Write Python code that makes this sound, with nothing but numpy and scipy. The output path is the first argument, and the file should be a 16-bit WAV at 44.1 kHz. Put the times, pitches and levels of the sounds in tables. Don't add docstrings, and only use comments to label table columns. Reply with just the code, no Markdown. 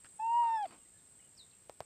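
import sys
import numpy as np
from scipy import signal
from scipy.fft import rfft, irfft
from scipy.io import wavfile
from scipy.ndimage import uniform_filter1d

SR = 44100
rng = np.random.default_rng(int(sys.argv[2]) if len(sys.argv) > 2 else 0)


def log_audio(samples):
    frames = np.atleast_2d(samples).T
    limited = np.clip(frames, -1, 1)
    pcm = np.round(limited * 32767).astype(np.int16)
    wavfile.write(sys.argv[1], SR, pcm)


N = 81585


def undb(db):
    return 10 ** (np.asarray(db) / 20)


def unit(x):
    return x / np.sqrt(np.mean(x ** 2))


def peaked(x):
    return x / np.abs(x).max()


def times():
    return np.arange(N) / SR


def curve(rows):
    return np.interp(times(), *np.array(rows, float).T)


def gain_at(hz, points):
    point_hz, db = np.array(points, float).T
    log_hz = np.log(np.maximum(hz, 1))
    return undb(np.interp(log_hz, np.log(np.maximum(point_hz, 1)), db))


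def colour(x, points):
    gain = gain_at(np.fft.rfftfreq(N, 1 / SR), points)
    return unit(irfft(rfft(x) * gain, N))


def noise():
    return rng.standard_normal(N)


def walk(rate):
    width = max(int(SR / rate), 1)
    smooth = uniform_filter1d(noise(), width)
    return unit(uniform_filter1d(smooth, width))


def ring(x, hz, width_hz):
    return signal.lfilter(*signal.iirpeak(hz, hz / width_hz, fs=SR), x)


def ring_twice(x, hz, width_hz):
    return ring(ring(x, hz, width_hz), hz, width_hz)


def impulse(at):
    return signal.unit_impulse(N, min(int(at * SR), N - 1))


def half_sine_swell(start, length):
    along = np.clip((times() - start) / length, 0, 1)
    return np.sqrt(np.abs(np.sin(np.pi * along)))


def echoes(x, t60):
    tail = noise() * np.exp(-np.log(1000) * times() / t60)
    return signal.fftconvolve(x, tail / np.linalg.norm(tail))[:N]


# (frequency [Hz], relative density [dB per Hz])
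AIR_SPECTRUM = [(20, -33.5), (40, -10.5), (70, -5.5), (130, -4.5), (250, -9.5), (400, -12), (835, -17.5),
                (1260, -19.5), (1660, -19), (2950, -21), (6000, -25), (7800, -48)]
AIR_DB, HISS_DB = -70.5, -76


def air():
    lowpass = signal.butter(4, 6500, fs=SR, output="sos")
    low = signal.sosfilt(lowpass, colour(noise(), AIR_SPECTRUM))
    return undb(AIR_DB + .3 * walk(5)) * low + undb(HISS_DB) * noise()


# (time [s], strikes per second [1/s])
TOOTH_RATE = [(0, 687), (.15, 679), (.25, 697), (.45, 679), (.58, 684), (.78, 682), (.95, 692), (1.08, 680),
              (1.23, 674), (1.31, 699), (1.5, 694), (1.68, 679), (1.85, 682)]
# (time [s], level [dB])
INSECT_LEVEL = [(0.0, -58), (0.182, -57), (0.19, -60), (0.504, -61), (0.532, -63), (0.786, -60),
                (1.436, -60), (1.68, -62)]
# (share of the beat [0-1], tooth speed ratio [1], level [dB])
STROKE = [(0, .985, -15), (.12, .988, -1.5), (.35, .995, 0), (.56, 1.014, -4), (.73, 1.011, -1.5),
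          (.88, .987, -6), (1, .975, -15)]
# (frequency [Hz], relative gain [dB])
WING_COLOUR = [(6100, -40), (6850, -21.5), (7500, -9), (8200, -3), (8900, -14), (9600, -25), (10400, -34.5),
               (11500, -53)]
INSECT_TRIM_DB, INSECT_ECHO_DB = -2, -6
WINGBEAT_HZ, TOOTH_JITTER, TOOTH_SCATTER_DB = 58, .004, 1


def insect():
    beats = np.cumsum(WINGBEAT_HZ * (1 + .02 * walk(11))) / SR
    beat = beats.astype(int)
    share, speeds, levels = np.array(STROKE).T
    speed = np.interp(beats % 1, share, speeds)
    press_db = np.interp(beats % 1, share, levels)
    offset, size, haste = rng.standard_normal((beat.max() + 1, 3))[beat].T
    rate = curve(TOOTH_RATE) * speed * (1 + 0.0059 * haste + TOOTH_JITTER * walk(400))
    teeth = 2 * np.pi * (np.cumsum(rate) / SR + offset)
    strikes = sum(np.cos(k * teeth) for k in range(9, 17))
    pressed = strikes * undb(press_db + 0.92 * size + TOOTH_SCATTER_DB * walk(500))
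    song = colour(pressed, WING_COLOUR)
    blurred = unit(song + undb(INSECT_ECHO_DB) * echoes(song, .12))
    return undb(curve(INSECT_LEVEL) + INSECT_TRIM_DB) * blurred


# (time [s], peak level [dB])
SMACKS = [(.046, -42.5), (0.049, -44.5), (0.0555, -47), (.058, -50), (0.0634, -45), (0.0683, -50.5)]
# (frequency [Hz], t60 [s], relative level [dB])
SMACK_MODES = [(1210, 0.0044, -40), (1720, 0.017, 7.5), (2820, 0.0028, 13), (5030, 0.0047, 3)]


def smacks():
    out = 0
    spreads = rng.standard_normal((len(SMACKS), len(SMACK_MODES)))
    for (at, db), spread in zip(SMACKS, spreads):
        age = np.maximum(times() - at, 0)
        click = 0
        for (hz, t60, mode_db), s in zip(SMACK_MODES, spread):
            decay = np.exp(-np.log(1000) * age / t60)
            click = click + undb(mode_db) * decay * np.sin(2 * np.pi * hz * (1 + 0.088 * s) * age)
        out = out + undb(db) * peaked(click)
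    return out


# (time [s], length [s], start frequency [Hz],
# frequency approached [Hz], level [dB], glide time constant as share of the length [1])
CHIRPS = [(.088, 0.02, 5430, 2780, -74, 0.65), (0.775, 0.026, 4070, 2310, -74, 0.68),
          (0.793, 0.044, 3180, 2690, -79.5, 0.42), (0.843, 0.043, 1900, 2055, -77, 0.41),
          (0.902, 0.15, 1665, 1743, -79.5, 0.3), (0.974, 0.033, 4480, 2640, -72, 0.88),
          (1.182, 0.053, 1557, 2980, -72.5, 0.67), (1.184, 0.057, 3260, 2760, -73, .4),
          (1.234, 0.0587, 3235, 2595, -73, 0.64), (1.349, .009, 4200, 6340, -70.5, 0.76),
          (1.361, 0.089, 7040, 3490, -57, 0.23), (1.508, 0.0105, 5250, 2560, -63, 0.8),
          (1.519, 0.034, 2820, 2540, -73.5, 0.43), (1.523, 0.035, 4110, 1100, -76, 0.71)]
CHIRP_PEAK_SHARE, CHIRP_FLUTTER_DB = 0.4, 2.5
BIRD_ECHO_DB, BIRD_ECHO_T60_S = -5, 0.19


def birds():
    out = 0
    for at, length, from_hz, to_hz, db, glide in CHIRPS:
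        along = np.clip((times() - at) / length, 0, 1)
        hz = to_hz + (from_hz - to_hz) * np.exp(-along / glide)
        shape = np.interp(along, [0, CHIRP_PEAK_SHARE, 1], [0, 1, 0]) ** 1.1
        whistle = np.sqrt(2) * np.sin(2 * np.pi * np.cumsum(hz) / SR)
        out = out + undb(db + CHIRP_FLUTTER_DB * walk(250)) * shape * whistle
    return out + undb(BIRD_ECHO_DB) * echoes(out, BIRD_ECHO_T60_S)


# (time [s], pitch [Hz], level [dB])
MEOW = [(0.186, 822.6, -74), (.199, 858.4, -37), (0.214, 873.3, -38), (.24, 901.4, -34),
        (0.302, 924.3, -31.5), (.37, 952.3, -27.5), (.4, 950, -27.5), (0.461, 930, -30), (.505, 905.8, -32),
        (0.546, 903.6, -31), (0.584, 861, -35.5), (0.616, 834.7, -36), (0.645, 774.5, -34.5),
        (0.651, 757, -41), (0.657, 690, -38.5), (.666, 650, -50)]
# (time [s], closure [0 open - 1 shut])
MOUTH = [(.22, 0.38), (.4, 0.021), (.47, 0.66), (.53, 0.88), (.575, 0.95), (.66, 1)]
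# (frequency [Hz], level [dB])
OPEN_MOUTH = [(1650, -24.5), (1820, -50.5), (1900, -35), (2700, -19), (2850, -32), (3700, -57.5),
              (4700, -48), (5400, -52.5), (5650, -73.5), (6600, -53.5), (7600, -59)]
# (frequency [Hz], level [dB])
SHUT_MOUTH = [(1400, -23.5), (1600, -33), (1700, -14), (1830, -20.5), (2600, -34), (3350, -25), (3650, -31),
              (4300, -52), (5000, -45), (5200, -26.5), (5450, -40.5), (5650, -60.5), (7600, -60)]
# (time [s], level against the tone [dB])
RASP = [(.19, -46.5), (.26, -46), (.4, -50), (.45, -34), (.55, -36), (.61, -40), (.649, -29.5), (.657, -15)]
# (frequency [Hz], relative density [dB per Hz])
RASP_COLOUR = [(200, -21), (800, 3), (1500, -7), (2200, -0.5), (3000, -13), (4700, -9), (6000, -26.5),
               (12000, -43)]
# (start [s], end [s], periods per cycle [1], level [dB])
SPLITS = [(.42, 0.53, 3, -58.5), (0.49, .595, 2, -64)]
# (frequency [Hz], relative level [dB])
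SPLIT_COLOUR = [(300, -23), (700, -35), (1230, 3), (1400, -6), (1550, -8), (1800, -24.5), (2170, -17),
                (2500, -23), (4500, -37.5), (7000, -48.5)]
JITTER, SHIMMER_DB, OVERTONE_FLUTTER_DB = 0.0027, 0.35, 1
SPLIT_FLUTTER_DB, SPLIT_WANDER_RAD = 3, .1


def meow():
    t, rows = times(), np.array(MEOW)
    hz = curve(rows[:, :2]) * (1 + JITTER * walk(150))
    phase = 2 * np.pi * np.cumsum(hz) / SR
    sounding = (t > rows[0, 0]) * (t < rows[-1, 0])
    loud = undb(curve(rows[:, ::2]) + SHIMMER_DB * walk(180)) * sounding
    shut = np.clip(curve(MOUTH), 0, 1)
    voice = np.sin(phase)
    for k in range(2, 7):
        throat = gain_at(k * hz, OPEN_MOUTH) ** (1 - shut) * gain_at(k * hz, SHUT_MOUTH) ** shut
        voice = voice + throat * undb(OVERTONE_FLUTTER_DB * walk(73)) * np.sin(k * phase)
    pulsed_noise = noise() * (1 + np.cos(phase))
    rasp = undb(curve(RASP)) * colour(pulsed_noise, RASP_COLOUR)
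    out = loud * (np.sqrt(2) * voice + rasp)
    for start, end, periods, db in SPLITS:
        count = round(periods)
        slow = phase / count + SPLIT_WANDER_RAD * walk(90)
        between = 0
        for k in range(1, 6 * count):
            if k % count:
                between = between + gain_at(k * hz / count, SPLIT_COLOUR) * np.sin(k * slow)
        swell = half_sine_swell(start, end - start)
        out = out + undb(db + SPLIT_FLUTTER_DB * walk(110)) * swell * between
    return out


# (frequency [Hz], relative density [dB per Hz])
PUFF_COLOUR = [(80, -27), (250, 9.5), (600, 0.5), (1150, 4.5), (1700, -6), (2500, -3), (3500, -10),
               (4600, -17), (6000, -19.5), (12000, -62)]
PUFF_S, PUFF_ATTACK_S, PUFF_HOLD_S, PUFF_DECAY_S, PUFF_DB = .707, 0.0014, 0.033, 0.029, -58.5
NOSE_S, NOSE_LENGTH_S, NOSE_HZ, NOSE_WIDTH_HZ, NOSE_DB, LEAK_DB = 0.62, 0.13, 4540, 470, -73, -64.5


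def puff():
    age = times() - PUFF_S
    decay = np.exp(-np.maximum(age - PUFF_HOLD_S, 0) / PUFF_DECAY_S)
    burst = np.clip(age / PUFF_ATTACK_S, 0, 1) * decay
    flow = half_sine_swell(NOSE_S, NOSE_LENGTH_S)
    nostrils = unit(ring_twice(noise(), NOSE_HZ, NOSE_WIDTH_HZ))
    strength = np.hypot(undb(PUFF_DB) * burst, undb(LEAK_DB) * flow)
    return strength * colour(noise(), PUFF_COLOUR) + undb(NOSE_DB) * flow * nostrils


LIP_S, LIP_DECAY_S, LIP_HZ, LIP_WIDTH_HZ, LIP_DB = .629, 0.00094, 4730, 1600, -49


def lip_tick():
    age = times() - LIP_S
    burst = noise() * (age > 0) * np.exp(-np.abs(age) / LIP_DECAY_S)
    return undb(LIP_DB) * peaked(ring_twice(burst, LIP_HZ, LIP_WIDTH_HZ))


# (time [s], peak level of the body [dB], body pitch ratio [1], thud against the body [dB])
KNOCKS = [(1.6963, -36, 0.79, -25.5), (1.805, -30.5, 0.9, -17)]
KNOCK_HZ, KNOCK_WIDTH_HZ = 732, 430
THUD_HZ, THUD_WIDTH_HZ = 108, 75
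TICK_DB, RATTLE_DB, RATTLE_DECAY_S = -3.5, -19.5, 0.011


def knocks():
    out = 0
    for at, db, ratio, thud_db in KNOCKS:
        hit, age = impulse(at), times() - at
        body = peaked(ring_twice(hit, KNOCK_HZ * ratio, KNOCK_WIDTH_HZ))
        tick = undb(TICK_DB) * peaked(ring(ring(hit, 3800, 8000), 4200, 7600))
        low = ring(ring(hit, THUD_HZ, THUD_WIDTH_HZ), THUD_HZ, 3 * THUD_WIDTH_HZ)
        thud = undb(thud_db) * peaked(low)
        grain = unit(ring(ring(noise(), 520, 600), 660, 2100))
        rattle = undb(RATTLE_DB) * grain * (age > 0) * np.exp(-np.abs(age) / RATTLE_DECAY_S)
        out = out + undb(db) * (tick - body + thud + rattle)
    return out


YARD_DB, YARD_T60_S = -39, 0.11


def scene():
    cat = meow() + puff() + smacks() + lip_tick()
    yard = undb(YARD_DB) * echoes(cat, YARD_T60_S)
    return (cat + yard + knocks() + insect() + birds() + air())[None]


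TOP_HZ = 15280


def record(dry):
    lowpass = signal.ellip(10, .1, 80, TOP_HZ, fs=SR, output="sos")
    return signal.sosfilt(lowpass, dry)


dry = scene()
out = record(dry)
log_audio(out)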